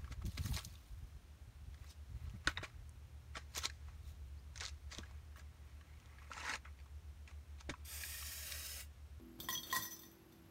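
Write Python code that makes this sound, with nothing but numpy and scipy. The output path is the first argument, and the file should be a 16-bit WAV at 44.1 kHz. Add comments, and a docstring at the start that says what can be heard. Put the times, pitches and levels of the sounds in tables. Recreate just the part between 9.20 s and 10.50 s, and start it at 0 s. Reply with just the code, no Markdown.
"""A cat toy, a jingle bell in a plastic ball, batted about by kittens in a room.
It tumbles twice with a low clank; the bell's pellet clinks and skids and leaves a high ring that fades.
Each contact drives modes of the clacking cage and the ringing bell, plus a noise tick; all reverberate.
Paws and toy thump on a blanket, which rustles under the second tumble.
Behind it: a faint motor hum, a thin electronic whine, room rumble and hiss."""
import sys
import numpy as np
from scipy import signal
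from scipy.fft import rfft, irfft
from scipy.io import wavfile

SR = 44100
rng = np.random.default_rng(int(sys.argv[2]) if len(sys.argv) > 2 else 0)


def pcm_store(signal):
    """Save signal as 16-bit PCM."""
    levels = np.round(np.clip(np.atleast_2d(signal), -1, 1) * 32767)
    wavfile.write(sys.argv[1], SR, levels.astype(np.int16).T)


N = 57330
T = np.arange(N) / SR

# room rumble and hiss: f/Hz, relative density/dB
ROOM_NOISE_SPECTRUM = [(25, -27), (45, -11), (75, 3.5), (130, -5), (200, -1), (330, -12), (450, -15),
                       (1000, -18), (2000, -22), (4000, -27), (9000, -33.5), (12000, -32.5), (16000, -33.5)]
# motor partials: f/Hz, initial rms level/dB, slope/(dB/s)
MOTOR_PARTIALS = [(56.8, -65, -11), (246.2, -61.5, -17), (290.5, -75.5, -4), (330.5, -62.5, -5),
                  (374.6, -71, -4)]
# paws and toy landing on the blanket: t/s, level/dB
BLANKET_HITS = [(0.188, -51), (0.233, -51), (0.302, -54), (0.366, -56.5), (0.564, -48.5), (0.599, -55)]
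# blanket thump: f/Hz, relative density/dB
THUMP_SPECTRUM = [(30, -20), (95, 2), (200, -6.5), (500, -16), (1200, -27), (4000, -38)]
# toy contacts: t/s, then drive level/dB for clank, ping, clink, ring, shimmer, tick
TOY_CONTACTS = [ (0.2011, -92, -47, -40, -58.5, -47, -43), (0.2285, -73, -71, -70, -53, -57, -53),
                (0.2433, -87, -50, -46, -53, -53, -77), (0.2863, -37.5, -38.5, -38, -56, -51, -37),
                (0.2993, -68, -40.5, -39, -65, -46, -41), (.308, -63, -42, -60, -44.5, -50, -61),
                (.3265, -46, -52, -65, -42.5, -44, -41.5), (0.337, -46.5, -53, -46, -47, -71, -67),
                (0.3512, -63, -36, -46, -57, -61, -65), (.3748, -65, -35.5, -44, -49.5, -56, -59),
                (.402, -70, -77, -77, -68, -52, -76), (.4307, -75, -47.5, -38.5, -57, -50.5, -48.5),
                (0.468, -88, -63, -51, -59.5, -52, -53), (0.501, -76, -48, -50, -65, -55, -57),
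                (.512, -74, -45.5, -41.5, -50.5, -48, -56), (0.5265, -33, -38.5, -44.5, -45, -49, -35),
                (0.549, -46, -65, -39, -57, -51, -36.5), (0.558, -35, -57, -64, -43, -57, -39),
                (.564, -34, -67, -56, -60, -65, -31.5), (0.596, -58, -53, -53, -54, -62, -50),
                (.611, -58, -66, -47, -65, -57, -62), (.6215, -78, -58.5, -42, -45, -43.5, -64),
                (0.635, -72, -73, -60, -55, -45.5, -47), (0.653, -48, -59.5, -51, -43.5, -47, -61),
                (0.7078, -88, -60, -74, -47, -53, -68), (.715, -83, -60, -52, -62, -52, -52),
                (0.728, -76, -66, -73, -54, -50, -51), (.764, -88, -66, -54, -76, -66, -53.5),
                (.791, -84, -68, -61, -57.5, -55, -55), (0.8172, -96, -72, -57, -58.5, -57, -57.5),
                (0.833, -59.5, -64, -55.5, -61, -62, -64), (.852, -75, -92, -66, -65, -57.5, -62),
                (0.913, -83, -69.5, -73, -76, -62.5, -66), (1.1223, -77, -87, -65, -76, -72, -63.5), ]
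# plastic cage and bell modes by family, clank to shimmer: f/Hz, relative level/dB, t60/s
TOY_MODES = { "clank": [(1017, -8, .17), (1045, -3, .13), (1847, -15, .06), (1912, -5, .18)],
             "ping": [(3090, -11, 0.044), (3279, -1, 0.081)], "clink": [(3591, -4, 0.056),
             (4448, -14.5, 0.13), (4472, -14, 0.05), (7450, -19.5, 0.036)], "ring": [(5325, -18, .42),
             (5727, -15, .18), (6048, -1, .25), (6901, -18, .13), (10341, -16, .13)],
             "shimmer": [(12230, -9, .15), (12295, -14, .14), (12620, -12, .17), (13738, -4, .18),
             (15670, -11, .1)], }
# mode build-up, one per family: attack/s
FAMILY_ATTACK_S = [0.00023, 0.00071, 0.0014, 0.0013, 0.00067]
# tick and skid noise: f/Hz, relative density/dB
TICK_SPECTRUM = [(200, -12), (550, -4), (1200, -3), (2100, -6), (2700, -11), (3700, 0), (6000, -7),
                 (9500, -4.5), (11300, -5.5), (15500, -1)]
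# cloth rustle: f/Hz, relative density/dB
RUSTLE_SPECTRUM = [(150, -2), (550, -7), (1100, -9), (2200, -13), (8000, -17)]


def from_db(db):
    """Decibels to gain."""
    return 10 ** (np.asarray(db) / 20)


def unit_rms(x):
    """Scale to rms 1."""
    return x / np.sqrt(np.mean(x ** 2) + 1e-20)


def coloured(x, spectrum):
    """Spectral shaping; white noise keeps its power."""
    hz, db = np.transpose(spectrum)
    bins_hz = np.maximum(np.fft.rfftfreq(N, 1 / SR), 1)
    gain = from_db(np.interp(np.log(bins_hz), np.log(hz), db)) * (bins_hz > 20)
    return irfft(rfft(x) * unit_rms(gain), N)


def drift(corner_hz):
    """Low-passed random wander, rms 1."""
    pole = np.exp(-2 * np.pi * corner_hz / SR)
    wander = signal.lfilter([1], [1, -2 * pole, pole * pole], rng.standard_normal(2 * N))
    return unit_rms(wander[N:])


def decays(times_s, db, t60_s):
    """Envelope of events that jump up and decay; powers add."""
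    impulses = np.zeros(N)
    np.add.at(impulses, np.clip((times_s * SR).astype(int), 0, N - 1), from_db(db))
    pole = from_db(-60 / (t60_s * SR))
    return np.sqrt(signal.lfilter([1], [1, -pole ** 2], impulses ** 2 + 1e-18))


def smoothed(envelope, attack_s):
    """One-pole envelope smoothing."""
    pole = np.exp(-1 / (attack_s * SR))
    return signal.lfilter([1 - pole], [1, -pole], envelope)


def resonate(x, hz, t60_s):
    """Two-pole resonator; a unit impulse rings at amplitude 1."""
    radius, angle_rad = from_db(-60 / (t60_s * SR)), 2 * np.pi * hz / SR
    return signal.lfilter([0, np.sin(angle_rad)], [1, -2 * radius * np.cos(angle_rad), radius ** 2], x + 1e-18)


def room_noise(rms_db=-63.5):
    """Steady rumble and hiss."""
    return from_db(rms_db) * coloured(rng.standard_normal(N), ROOM_NOISE_SPECTRUM)


def motor_hum(waver_db=1.07):
    """Motor partials, each wavering and fading."""
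    out = np.zeros(N)
    for hz, db, slope_db_per_s in MOTOR_PARTIALS:
        rms = from_db(db + slope_db_per_s * T + waver_db * drift(corner_hz=2.6))
        out += np.sqrt(2) * rms * np.sin(2 * np.pi * (hz * T + rng.random()))
    return out


def electronic_whine(hz=11630, on_rms_db=-78.5, pulse_hz=30):
    """Thin tone, pulsing on and off."""
    gate = smoothed((T * pulse_hz) % 1 > .5, attack_s=0.0014)
    return np.sqrt(2) * from_db(on_rms_db) * gate * np.sin(2 * np.pi * hz * T)


def blanket_thumps():
    """Paws and toy hit padding: dull noise bursts."""
    times_s, db = np.transpose(BLANKET_HITS)
    envelope = smoothed(decays(times_s, db, t60_s=0.19), attack_s=0.002)
    return envelope * coloured(rng.standard_normal(N), THUMP_SPECTRUM)


def toy_ringing(spread_db=1, tumble_db=2.3, tumble_rad=0.75, tumble_hz=17.9):
    """Contacts feed the cage and bell modes; level and phase waver as the toy turns."""
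    times_s, *drives_db, _ = np.transpose(TOY_CONTACTS)
    out = np.zeros(N)
    for modes, drive_db, attack_s in zip(TOY_MODES.values(), drives_db, FAMILY_ATTACK_S):
        for hz, db, t60_s in modes:
            strikes_db = drive_db + db - spread_db * rng.standard_normal(len(times_s))
            envelope = smoothed(decays(times_s, strikes_db, t60_s), attack_s)
            phase_rad = 2 * np.pi * (hz * T + rng.random()) + tumble_rad * drift(tumble_hz)
            out += envelope * from_db(tumble_db * drift(tumble_hz)) * np.sin(phase_rad)
    return out


def pellet_ticks(tick_db=-1.5, skid_db=-11, flutter_db=2.5, grain_db=-5):
    """A tick per contact, then the pellet skids on; weak, short resonances add grain."""
    times_s, *_, drive_db = np.transpose(TOY_CONTACTS)
    tick = smoothed(decays(times_s, drive_db + tick_db, t60_s=0.032), attack_s=0.0004)
    skid = decays(times_s, drive_db + skid_db, t60_s=0.24)
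    skid *= from_db(flutter_db * drift(corner_hz=49))
    force = rng.standard_normal(N) * np.hypot(tick, skid)
    resonances_hz = np.linspace(3300, 15600, 48) + rng.uniform(-120, 120, 48)
    grain = sum(rng.choice([-1, 1]) * resonate(force, hz, t60_s=0.026) for hz in resonances_hz)
    grain = unit_rms(grain) * np.std(force)
    return coloured(force + from_db(grain_db) * grain, TICK_SPECTRUM)


def room_reverb(x, t60_s=0.46, delay_s=0.011):
    """Diffuse reflections: a decaying noise tail of unit energy."""
    tail = rng.standard_normal(N) * from_db(-60 * T / t60_s) * (T > delay_s)
    return signal.fftconvolve(x, tail / np.sqrt(np.sum(tail ** 2)))[:N]


def cloth_rustle(centre_s=0.523, sigma_s=0.041, peak_rms_db=-54):
    """The toy rolls over cloth: one noise swell at the second tumble."""
    swell = from_db(peak_rms_db) * np.exp(-.5 * ((T - centre_s) / sigma_s) ** 2)
    return swell * coloured(rng.standard_normal(N), RUSTLE_SPECTRUM)


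def scene(ringing_send_db=-12, ticks_send_db=-7):
    """Mono mix: toy, reverb, blanket, background."""
    ringing, ticks = toy_ringing(), pellet_ticks()
    reverb = room_reverb(from_db(ringing_send_db) * ringing + from_db(ticks_send_db) * ticks)
    blanket = blanket_thumps() + cloth_rustle()
    background = room_noise() + motor_hum() + electronic_whine()
    return (ringing + ticks + reverb + blanket + background)[None]


def record(dry, cutoff_hz=15900):
    """Steep elliptic low-pass."""
    return signal.sosfilt(signal.ellip(12, .2, 70, cutoff_hz, fs=SR, output="sos"), dry)


dry = scene()
out = record(dry)
pcm_store(out)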